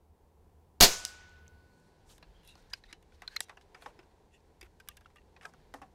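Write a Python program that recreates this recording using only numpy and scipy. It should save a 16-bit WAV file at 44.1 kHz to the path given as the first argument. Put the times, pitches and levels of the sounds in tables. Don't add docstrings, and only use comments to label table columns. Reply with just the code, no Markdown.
import sys
import numpy as np
from scipy import signal
from scipy.fft import rfft, irfft, next_fast_len
from scipy.io import wavfile
from scipy.ndimage import uniform_filter1d, map_coordinates

SR = 44100
rng = np.random.default_rng(int(sys.argv[2]) if len(sys.argv) > 2 else 0)


def volts_from_decibels(level):
    exponent = np.asarray(level, float) / 20
    return 10 ** exponent


def master_out(mix):
    frames = np.transpose(np.atleast_2d(mix))
    ceiling = np.clip(frames, -1, 1)
    pcm = np.round(ceiling * 32767).astype(np.int16)
    wavfile.write(sys.argv[1], SR, pcm)


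N = 262215

# start in seconds, level in dB, rise in seconds, t60 in seconds.
BLAST_STAGES = [
    (0.8078, -4.5, .0003, 0.04),
    (0.8148, -6.5, .001, 0.0049),
    (0.8177, -10, .003, 0.17),
    (0.8239, -10.5, .002, 0.029),
    (0.832, -8, 0.0022, 0.077),
    (.842, -16.5, .003, 0.063),
    (0.849, -14, .002, 0.06),
    (.864, -16.5, 0.0028, 0.02),
]
# frequency in Hz, level in dB per Hz.
JET_COLOUR = [(50, -35.5), (130, -.5), (185, 1.5), (260, -4), (400, 0), (700, -2), (1300, -6), (2200, -4.5),
              (4500, -2.5), (6500, -1.5), (8500, -9.5), (13000, -9.5), (16000, -12), (17000, -43)]
# frequency in Hz, width in Hz, level in dB.
SHROUD_MODES = [(700, 16, 3.5), (4200, 630, -5), (4900, 270, -6)]
# frequency in Hz, gain in dB.
FADING_JET_COLOUR = [(120, -12), (230, -11), (380, 3), (700, 1), (1200, -3), (1800, 3), (2800, 0),
                     (7000, 0), (10000, -4), (14000, -8)]
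# start in seconds, level in dB, pitch in Hz, t60 in seconds.
HAMMER_PINGS = [
    (0.8035, -18, 4660, 0.019),
    (0.8038, -25, 899.5, .02),
    (0.8052, -24.5, 6000, .01),
    (0.815, -9, 11420, 0.008),
]
# start in seconds, level in dB, pitch in Hz, t60 in seconds.
CYLINDER_RING = (.81, -44.3, 1484, 1.98)
# start in seconds, level in dB, rise in seconds,
# t60 in seconds, pitch in Hz, width in Hz.
WHISTLE_TONES = [(.8085, -13.5, .001, .04, 6600, 500), (.8105, -14, .001, .03, 2706, 600),
                 (.819, -16.5, .002, .05, 4300, 400.7), (.823, -18, .002, .04, 12800, 2502),
                 (.824, -20, .001, .03, 9700, 600), (.829, -14, .002, .08, 4300, 600),
                 (.845, -22, .001, .03, 8910, 700), (.842, -18, .003, .07, 4700, 800),
                 (.86, -26, .002, .03, 600, 400), (.852, -23, .004, .06, 380, 200)]
# start in
# seconds, end in seconds, level in dB, centre in Hz, fade in dB.
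WALL_RETURNS = [
    (0.896, .93, -42, 5800, 0),
    (.92, .96, -54, 1300, 3),
    (0.929, 0.955, -44, 5000, 0),
    (1.05, 1.2, -59, 12000, 36),
]

# frequency in Hz, t60 in seconds.
YARD_T60 = [(100, 0.16), (500, 0.3), (1200, 0.49), (3000, 0.4), (6000, 0.57), (8000, .52), (10000, .39),
            (15000, 0.22)]
# frequency in Hz, t60 in seconds.
TREES_T60 = [(200, 0.35), (1500, 1.54), (5000, 0.93), (8000, .7), (12000, 0.28)]
# frequency in Hz, t60 in seconds.
FENCE_T60 = [(500, .1), (3000, .15), (6000, .22), (10000, .38), (15000, .38)]

# time in seconds, peak in dB, centre in Hz, width in Hz.
PELLET_HITS = [
    (1.051, -13, 6360, 5040),
    (1.0524, -46, 5200, 2990),
    (1.0585, -39, 2750, 900),
]
# time in seconds, peak in dB, centre in Hz, width in Hz.
FALLING_CHIPS = [
    (1.21, -54, 2036, 504),
    (1.294, -55, 7040, 2500),
    (1.358, -62, 3500, 2480),
    (1.465, -55, 2480, 900),
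    (1.4796, -49, 6100, 898),
    (1.8, -61, 9780, 3980),
]
# time in seconds, peak in dB, centre in Hz,
# width in Hz.
DRY_TICKS = [(1.051, -34, 2200, 2000), (1.051, -40, 15000, 3000), (1.4797, -57, 7600, 900),
             (1.48, -58, 3800, 1500), (1.48, -66, 13000, 1500), (2.4495, -57, 11000, 4000),
             (2.468, -62, 9000, 5000), (2.476, -46, 11400, 3000), (2.476, -51, 5300, 1500),
             (2.494, -54, 8500, 3000), (2.5545, -51, 4500, 4000), (2.5545, -62, 10500, 1500),
             (2.571, -67, 12500, 4000), (2.5795, -58, 6000, 5000), (2.625, -65, 12000, 5000),
             (2.737, -45, 13200, 2000), (3.364, -37, 12500, 3000), (3.3637, -29, 6200, 2000),
             (3.5715, -55, 6500, 5000), (4.804, -58, 9000, 8000), (4.8868, -25, 13000, 6000),
             (4.8875, -38, 9000, 3000), (5.455, -45, 7400, 2000), (5.455, -41, 5300, 1500),
             (1.051, -19, 9500, 3000), (3.2205, -45, 5500, 4000), (3.2785, -57, 11500, 2000),
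             (4.405, -66, 5300, 2000), (4.38, -70, 4400, 1200), (5.461, -58, 12000, 5000),
             (5.537, -53, 6500, 4000), (5.744, -53, 11200, 1500), (5.7445, -44, 5000, 7000),
             (5.7402, -39, 3800, 3000), (5.822, -56, 6500, 5000)]

# time in seconds, peak in dB, pitch in Hz, bright tick in dB.
STEEL_CLICKS = [(2.433, -58.5, 2850, -7), (3.121, -57.5, 1590, -19.5), (5.216, -66, 2530, -20),
                (2.449, -61, 2760, 0), (2.478, -62, 3820, 3), (2.493, -61, 3800, -3),
                (2.8375, -49.5, 1900, -36), (3.4047, -25.5, 3800, -5), (4.875, -53.5, 1700, -7),
                (5.0467, -64.5, 3300, -22), (5.0587, -57, 1440, -20), (5.169, -56, 1880, -10),
                (5.4107, -46.5, 1846, -30)]
# time in seconds, peak in dB, pitch in Hz, bright tick in dB.
STOCK_TAPS = [(2.1799, -52, 3600, -4), (2.2258, -45, 1700, -19), (2.5786, -63.5, 1630, -20.5),
              (3.026, -58.5, 2865, -2), (3.2196, -39.5, 2020, -12), (3.4844, -55, 2020, -9),
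              (3.4945, -39.5, 1990, -16), (3.5705, -45, 1680, -24), (3.611, -55, 3500, -12),
              (3.746, -43.5, 1900, -29), (3.8214, -45, 1500, -13), (3.9905, -50, 1520, -16),
              (4.0286, -59, 1536, -23.5), (4.1103, -68, 1560, -11), (4.404, -75, 2350, -17),
              (5.0085, -57, 1720, -6), (5.1016, -60, 1290, -25.5), (5.1846, -64, 1890, -23),
              (5.3634, -51, 1910, -31.5), (5.5363, -52, 1280, -18)]
# time in seconds, peak in dB, pitch in Hz, bright tick in dB.
STOCK_KNOCKS = [(2.5534, -52, 4230, -22), (3.8596, -39.5, 1940, -17), (5.7385, -41.5, 1900, -10),
                (5.816, -46, 1100, -14)]
# time in seconds, peak in dB, pitch in Hz, bright tick in dB.
LOOSE_RATTLES = [(2.7332, -30.5, 4100, -22), (2.9272, -36, 4000, -12), (4.6113, -43, 2246, -2),
                 (4.6278, -44.5, 2560, -12), (4.8, -48.5, 1600, -5), (4.9689, -49.5, 1660, 0),
                 (5.1581, -53.5, 1830, -6.5), (5.4283, -46, 1150, -36), (5.4521, -43, 1600, -24)]
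# time in seconds, peak in dB, pitch in Hz, bright tick in dB.
LEVER_LATCHES = [(2.735, -32, 4750, -13), (3.2777, -35, 3800, -34), (3.3636, -33, 2190, -28),
                 (3.366, -34, 3950, -30), (4.8865, -35.5, 3300, -0.5)]
# frequency in Hz, width in Hz, level in dB.
ACTION_MODES = [(1440, 340, 1.5), (2270, 1650, -3), (2750, 170, 4.5), (3500, 3400, -3.5), (4200, 910, 5.5),
                (4900, 1600, 0), (6370, 250, -46)]
# frequency in Hz, width in Hz, level in dB.
STOCK_MODES = [(405, 360, -6.5), (758, 203, 6), (1155, 260, 2.5)]
# start in
# seconds, level in dB, pitch in Hz, t60 in seconds.
CONTACT_RINGS = [(2.738, -61, 4200, 0.12), (3.2773, -26, 4130, 0.018), (3.366, -20.5, 4150, 0.017),
                 (2.7355, -24, 4900, 0.018), (2.7305, -46, 3900, .03), (2.7372, -35, 2500, .016),
                 (2.7368, -32, 1600, .02), (3.359, -42, 1800, .03), (3.363, -27, 2050, 0.016),
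                 (3.3639, -31, 1290, .015), (3.4045, -27, 10840, .011), (3.405, -27.5, 7600, .014),
                 (3.406, -31, 1950, .018), (3.4055, -40, 15300, .01), (3.405, -34, 4900, .015),
                 (3.407, -60, 8630, .1), (3.4045, -36, 12300, .012), (3.405, -51, 5860, 0.13),
                 (3.406, -53, 3810, 0.054), (3.406, -58, 2750, .15), (4.801, -47, 1550, 0.04),
                 (4.886, -43, 1600, .03), (4.887, -50, 1200, .08), (5.159, -57, 1200, .08),
                 (5.058, -39, 1350, 0.016), (5.4512, -33, 1616, 0.035),
                 (2.227, -55, 2500, .03), (2.838, -54, 4000, .02), (2.554, -56, 4250, .025),
              (2.554, -60, 1450, .03), (3.279, -44, 1500, .025), (2.93, -60, 3000, .1),
              (3.572, -54, 2000, .03), (3.746, -50, 4900, .02), (3.747, -46, 2300, .03),
              (3.76, -52, 750, .06), (3.861, -42, 1100, .035), (3.861, -46, 1840, .035),
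              (3.861, -50, 5200, .02), (3.99, -56, 5200, .025), (3.991, -54, 1500, .04),
              (4.613, -50, 4840, .03), (4.969, -55, 3600, .03), (4.974, -56, 2750, .04),
              (4.972, -55, 1650, .04), (5.047, -62, 3300, .025), (5.06, -57, 2750, .03),
              (5.16, -58, 3300, .03), (5.168, -55, 2800, .035), (5.183, -57, 2750, .04),
              (5.183, -58, 1880, .04), (5.364, -52, 2500, .03), (5.371, -54, 1050, .04),
              (5.412, -54, 2900, .03), (5.453, -42, 2460, .028), (5.454, -40, 1290, .05),
              (5.739, -49, 790, .13), (5.74, -50, 1810, .08), (5.817, -44, 800, .06),
              (5.829, -48, 760, .12), (5.826, -60, 1760, .05)]
# start in seconds,
# level in dB, pitch in Hz, t60 in seconds.
LOW_THUMPS = [(.812, -26.5, 184, .1), (2.24, -53, 44, .58), (2.928, -49, 330, .05), (3.86, -60, 44.7, .3),
              (3.861, -50, 280, .08), (3.862, -50, 500, .08), (3.988, -48, 350, .07),
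              (4.612, -40, 55.3, .17), (4.627, -46, 354, .06), (4.886, -45, 60, .14),
              (5.66, -51.5, 35.8, .35), (5.738, -50, 503, .14), (5.741, -45, 277, .13),
              (5.818, -47, 290, .07), (5.453, -50, 420, .08)]

# start in seconds, end in seconds, scrape in dB, centre in Hz, rustle in dB.
RAIL_STROKES = [(2.32, 2.44, -75, 3200, -108), (2.42, 2.565, -66, 2720, -79), (2.43, 2.56, -65, 3850, -85),
                (2.425, 2.53, -68, 3400, -99), (2.555, 2.61, -72, 1400, -99),
                (2.865, 2.938, -69, 3800, -99), (2.88, 2.935, -73, 4800, -99),
                (4.306, 4.388, -70, 2750, -88), (4.312, 4.386, -77, 1900, -99),
                (4.312, 4.375, -77, 3400, -99), (4.315, 4.375, -81, 7200, -99)]
# start in seconds, end in
# seconds, scrape in dB, centre in Hz, rustle in dB.
STEEL_SQUEAKS = [(2.703, 2.735, -64.5, 1730, -78), (1.36, 2.101, -84.5, 4420, -99),
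                 (2.72, 2.81, -72, 4200, -76), (2.868, 2.93, -69, 1980, -95), (4.89, 4.935, -67, 2700, -93),
                 (4.895, 4.925, -66, 1780, -95.5), (3.274, 3.37, -65, 1700, -99),
                 (3.28, 3.35, -68, 4000, -99), (2.435, 2.52, -71.5, 9900, -99),
                 (3.34, 3.362, -64, 4300, -99), (3.39, 3.405, -62, 1820, -76),
                 (4.62, 4.672, -75, 11500, -99), (5.41, 5.45, -75, 8800, -99),
                 (5.48, 5.505, -76, 5100, -85)]
# start in
# seconds, end in seconds, scrape in dB, centre in Hz, rustle in dB.
BROAD_SLIDES = [(1.58, 1.991, -92, 7770, -94), (2.695, 2.715, -66.5, 4770, -100),
                (2.876, 2.939, -65, 1600, -88), (2.045, 2.2, -73, 7000, -70), (2.075, 2.15, -63, 3300, -95),
                (2.09, 2.135, -65, 1300, -95), (2.845, 2.88, -67, 2900, -95),
                (2.554, 2.644, -73.5, 4000, -83), (3.107, 3.18, -75.5, 3990, -99),
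                (3.28, 3.416, -64, 2280, -80), (3.754, 3.925, -67, 1880, -76),
                (3.805, 3.85, -71, 8000, -95), (3.61, 3.632, -71, 4000, -90), (5.74, 5.79, -67, 4200, -90),
                (4.631, 4.678, -61.5, 1700, -84), (5.405, 5.458, -60, 1500, -76)]
# start in seconds, end in seconds, scrape in dB, centre in Hz, rustle in dB.
SETTLING_PARTS = [(3.224, 3.265, -55, 1100, -83), (3.407, 3.452, -55, 4130, -52),
                  (3.491, 3.549, -54.5, 910, -85), (3.749, 3.789, -55, 1300, -80),
                  (3.86, 3.923, -52, 799, -80), (4.892, 4.955, -67, 2590, -78),
                  (5.442, 5.518, -53, 750, -69), (5.738, 5.811, -50.5, 800, -72),
                  (5.817, 5.876, -54.5, 780, -80)]
# frequency in Hz, level in dB per Hz.
RUSTLE_COLOUR = [(3000, -33), (5500, -3), (9000, -6.5), (13000, -16.5), (14500, -18), (15400, -44)]
# frequency in Hz, level in dB per Hz.
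LEAVES_COLOUR = [(800, -26), (1500, 1.5), (3000, -5), (4400, -3.5), (6000, -14), (9000, -22)]
# time in seconds, level in dB.
STIR_LEVEL = [(1.2, -80), (1.5, -82.5), (2.65, -72), (2.96, -85), (3.31, -70), (3.5, -79.5), (3.95, -76),
              (4.2, -82), (5.37, -80.5), (5.6, -74.5), (5.95, -82.5)]

# frequency in Hz, level in dB per Hz.
AIR_COLOUR = [(59, -39), (100, -3), (119, -6.5), (160, -3), (279, -10.5), (317, -9.5), (368, -7.5),
              (437, -6), (655, -15.5), (699, -11.5), (1000, -13), (1180, -24), (2500, -33), (9270, -45),
              (14300, -54), (14900, -80)]
# frequency in Hz, level in dB per Hz.
RUMBLE_COLOUR = [(8, -58), (20, -7.5), (33, 0), (55, -4), (90, -7.5), (140, -41.5), (200, -61)]
# time in seconds, level in dB.
BREEZE_LEVEL = [(0.0, -75), (0.48, -73), (0.76, -72.5), (1.15, -72), (1.36, -74), (1.87, -74),
                (2.35, -66.5), (2.56, -68), (2.86, -67), (4.1, -71), (4.38, -75), (4.92, -67), (5.05, -70),
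                (5.29, -72), (5.94, -67)]
# time in seconds, level in dB.
ENGINE_LEVEL = [(0.0, -66), (0.492, -64.5), (0.76, -65), (1.15, -65.5), (1.5, -62.5), (2.07, -78.5),
                (2.42, -74), (2.51, -76.5), (4.06, -74), (4.92, -68.5), (5.29, -72), (5.94, -70.5)]
# closest time in seconds, half-length in seconds, wash swell in dB, drone swell in dB.
VEHICLE_PASSES = [
    (1.6, .5, 0.75, 5.5),
    (2.3, .3, 2, 4),
    (3.874, 0.2, 5.5, 2.1),
    (5.652, .3, 1, 6.5),
]

# rise in seconds, cycles of chatter until -60 dB, wooden knock in dB.
CLICK = (0.00021, 56, -12)
TAP = (0.00018, 85, -5.5)
KNOCK = (0.00032, 80, 2.34)
RATTLE = (.002, 55, -11)
LATCH = (.0007, 54, -25.5)


def unit(x):
    return x / np.sqrt(np.mean(x ** 2) + 1e-20)


def top(x):
    return x / np.abs(x).max()


def along(points, hz):
    f, v = np.transpose(points)
    return np.interp(np.log(hz + 1), np.log(f + 1), v)


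def curve(rows):
    s, level = np.transpose(rows)
    return np.interp(np.arange(N) / SR, s, level, left=-120)


def wobble(rate):
    knots = rng.standard_normal(int(N * rate / SR) + 4)
    return map_coordinates(knots, [np.arange(N) * rate / SR])


def filtered(x, response):
    m = next_fast_len(len(x) + 8192)
    return irfft(rfft(x, m) * response(np.fft.rfftfreq(m, 1 / SR)), m)[:len(x)]


def resonances(modes):
    def response(f):
        total = 0
        for k, (hz, width, db) in enumerate(modes):
            total = total + (-1) ** k * volts_from_decibels(db) * 1j * f * width / (hz * hz - f * f + 1j * f * width)
        return total
    return response


def noise(spectrum):
    return unit(filtered(rng.standard_normal(N), lambda hz: volts_from_decibels(along(spectrum, hz))))


def decay(s, db, rise, t60):
    t = np.maximum(np.arange(N) / SR - s, 0)
    return volts_from_decibels(db - 60 * t / t60) * (1 - np.exp(-t / rise))


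def ping(s, db, hz, t60, rough=0):
    out = np.zeros(N + 2 * SR)
    t = np.arange(2 * SR if t60 > .25 else SR // 2) / SR
    tone = np.sin(2 * np.pi * hz * t)
    if rough:
        tone += rough * rng.standard_normal(len(t))
    onset = (1 - np.exp(-t * hz / .8)) ** 2
    out[round(s * SR):][:len(t)] = volts_from_decibels(db - 60 * t / t60) * onset * tone
    return out[:N]


def shot():
    surges = np.sqrt(sum(decay(*stage) ** 2 for stage in BLAST_STAGES))
    shroud = resonances(SHROUD_MODES)
    jet = unit(filtered(noise(JET_COLOUR), lambda hz: 1 + 1.2 * np.abs(shroud(hz))))
    late = 1 / (1 + np.exp(np.clip((.845 - np.arange(N) / SR) / .004, -50, 50)))
    jet = (1 - late) * jet + late * filtered(jet, lambda hz: volts_from_decibels(along(FADING_JET_COLOUR, hz)))
    hammer = sum(ping(*hit, rough=.5) for hit in HAMMER_PINGS)
    return jet * surges + hammer + ping(*CYLINDER_RING), distant_pop(surges)


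def distant_pop(surges):
    impulse = 1. * (np.arange(N) == round(BLAST_STAGES[4][0] * SR))
    pop = filtered(impulse, lambda hz: volts_from_decibels(along(JET_COLOUR, hz)))
    return pop * np.linalg.norm(surges) / np.linalg.norm(pop)


def whistles():
    air, out = rng.standard_normal(N), np.zeros(N)
    for s, db, rise, t60, hz, width_hz in WHISTLE_TONES:
        edge = resonances([(hz, width_hz, 0)])
        out += decay(s, db, rise, t60) * unit(filtered(air, lambda f: edge(f) ** 2))
    return out


def snaps(hits, dull_hz):
    out, t = np.zeros(N), np.arange(SR // 20) / SR
    for s, db, hz, width_hz in hits:
        snap = (t == 0) + 0.095 * rng.standard_normal(len(t)) * volts_from_decibels(-60 * t / 0.012)
        body = resonances([(hz, width_hz, 0)])
        snap = filtered(snap, lambda f: body(f) ** 2 / (1 + 1j * f / dull_hz) ** 3)
        out[round(s * SR):][:len(t)] += volts_from_decibels(db) * top(snap)
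    return out


def contact(kind, db, hz, tick_db):
    rise, cycles, wood_db = kind
    t = np.arange(SR // 5) / SR
    fall = volts_from_decibels(-60 * t * hz / cycles) + volts_from_decibels(-31.5 - 60 * t / 0.12)
    burst = rng.standard_normal((3, len(t))) * fall * (1 - np.exp(-t / rise)) ** 2
    near = [(f, w, level + rng.normal(0, 3) - 6 * abs(np.log2(f / hz))) for f, w, level in ACTION_MODES]
    clack = filtered(burst[0], resonances([(hz, 0.092 * hz, 5)] + near))
    clack = filtered(clack, lambda f: 1 / (1 + 1j * f / 6500) ** 3)
    tick_edge = signal.butter(3, [4800, 12500], "band", fs=SR, output="sos")
    tick = signal.sosfilt(tick_edge, burst[1] * volts_from_decibels(-60 * t / 0.033))
    knock = filtered(burst[2], resonances(STOCK_MODES))
    knock = filtered(knock, lambda f: 1 / (1 + 1j * f / 1500))
    knock_db = wood_db - 2 * np.log2(hz / 2000)
    return volts_from_decibels(db) * (top(clack) + volts_from_decibels(tick_db) * top(tick) + volts_from_decibels(knock_db) * top(knock))


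def handling():
    out = np.zeros(N + SR)
    kinds = [(CLICK, STEEL_CLICKS), (TAP, STOCK_TAPS), (KNOCK, STOCK_KNOCKS),
             (RATTLE, LOOSE_RATTLES), (LATCH, LEVER_LATCHES)]
    for kind, contacts in kinds:
        for s, *sound in contacts:
            hit = contact(kind, *sound)
            out[round((s - kind[0] / 2) * SR):][:len(hit)] += hit
    return out[:N]


def rubbing():
    stir_db, rustle = curve(STIR_LEVEL), noise(RUSTLE_COLOUR)
    fade_in = np.clip((np.arange(N) / SR - STIR_LEVEL[0][0]) / 0.59, 0, 1)
    fabric = volts_from_decibels(-86.5 + 0.15 * (stir_db + 80)) * fade_in
    out = volts_from_decibels(stir_db) * noise(LEAVES_COLOUR) + fabric * rustle
    grit = rng.standard_normal(N) * volts_from_decibels(1.7 * wobble(81))
    lumps = volts_from_decibels(1.7 * wobble(55))
    kinds = [(.09, 0, RAIL_STROKES), (0.17, 0, STEEL_SQUEAKS), (0.91, 0, BROAD_SLIDES), (0.91, 17.5, SETTLING_PARTS)]
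    for share, fade_db, strokes in kinds:
        for start, end, scrape_db, hz, rustle_db in strokes:
            span = slice(round(start * SR), round(end * SR))
            track = resonances([(hz, share * hz, 0)])
            scrape = unit(filtered(grit[span], lambda f: track(f) ** 2))
            stroke = signal.windows.tukey(len(scrape), .3 if fade_db else .85) * lumps[span]
            stroke *= volts_from_decibels(np.linspace(0, -fade_db, len(scrape)))
            out[span] += stroke * (volts_from_decibels(scrape_db) * scrape + volts_from_decibels(rustle_db) * rustle[span])
    return out


def walls():
    out = np.zeros(N)
    for start, end, db, hz, fade_db in WALL_RETURNS:
        span = slice(round(start * SR), round(end * SR))
        surface = resonances([(hz, .7 * hz, 0)])
        hiss = unit(filtered(rng.standard_normal(span.stop - span.start), lambda f: surface(f) ** 3))
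        gain = volts_from_decibels(db - np.linspace(0, fade_db, len(hiss)))
        out[span] += gain * hiss * signal.windows.tukey(len(hiss), .3)
    return out


def echo(x, t60s, gap):
    hz, t, z = signal.stft(rng.standard_normal(2 * SR), SR, nperseg=256)
    tail = signal.istft(z * volts_from_decibels(-60 * t / along(t60s, hz)[:, None]), SR, nperseg=256)[1]
    return signal.fftconvolve(np.pad(x, (int(gap * SR), 0)), tail / np.linalg.norm(tail))[:N]


def patchy(x, depth_db):
    z = signal.stft(x, nperseg=256)[2]
    field = uniform_filter1d(rng.standard_normal(z.shape), size=9, axis=0)
    field = uniform_filter1d(field, size=5, axis=1)
    return signal.istft(z * volts_from_decibels(depth_db * unit(field)), nperseg=256)[1][:N]


def garden():
    t = np.arange(N) / SR
    wash_db, drone_db = -71 + .8 * wobble(9), -74.5
    for s, half, wash_swell_db, drone_swell_db in VEHICLE_PASSES:
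        nearness = 1 / (1 + ((t - s) / half) ** 2)
        wash_db = wash_db + wash_swell_db * nearness
        drone_db = drone_db + drone_swell_db * nearness
    air = noise(AIR_COLOUR)
    drone = filtered(air, lambda hz: 1 / (1 + (hz / 290) ** 6))
    traffic = volts_from_decibels(wash_db) * unit(air - drone) + volts_from_decibels(drone_db) * unit(drone)
    firing = np.sin(2 * np.pi * np.cumsum(76.3 + 1.8 * wobble(2)) / SR)
    blur = noise([(50, -50.5), (66, -3.5), (76, -2.5), (88, -3.0), (115, -48.5)])
    hum = unit(0.71 * blur + firing)
    rumble = noise(RUMBLE_COLOUR) * volts_from_decibels(0.67 * wobble(5.4))
    return volts_from_decibels(curve(BREEZE_LEVEL) + 3.0) * rumble + traffic + volts_from_decibels(curve(ENGINE_LEVEL) + 1.0) * hum


def scene():
    report, blast = shot()
    hands = handling()
    target, chips = snaps(PELLET_HITS, dull_hz=6500), snaps(FALLING_CHIPS, dull_hz=8000)
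    ticks = snaps(DRY_TICKS, dull_hz=30000)
    rings = sum(ping(*part) for part in CONTACT_RINGS)
    bench = sum(ping(*bump) for bump in LOW_THUMPS)
    echoes = volts_from_decibels(-19.0) * echo(blast, YARD_T60, .025)
    echoes += volts_from_decibels(-30.5) * echo(blast, TREES_T60, 0.07)
    echoes += volts_from_decibels(-31.0) * echo(hands, YARD_T60, 0.035)
    echoes += volts_from_decibels(-9.5) * echo(target, FENCE_T60, 0.00047)
    near = report + whistles() + target + chips + ticks + hands + rings + rubbing() + bench
    return (near + walls() + patchy(echoes, depth_db=1.3) + garden())[None]


def low_pass(x):
    return signal.sosfilt(signal.butter(12, 16650, fs=SR, output="sos"), x)


def record(dry):
    since = np.maximum(np.arange(N) / SR - .808, 0)
    swing = -decay(.808, -17, .003, .27) * np.sin(np.pi * np.log2(1 + since / .019))
    pushed = dry[0] + 1.1 * swing
    clipped = pushed / (1 + np.abs(pushed / .41) ** 6) ** (1 / 6)
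    clipped += .14 * swing
    band = signal.cheby2(12, 50, 16400, fs=SR, output="sos")
    mix = signal.sosfilt(band, clipped)[None]
    return low_pass(mix)


dry = scene()
out = record(dry)
master_out(out)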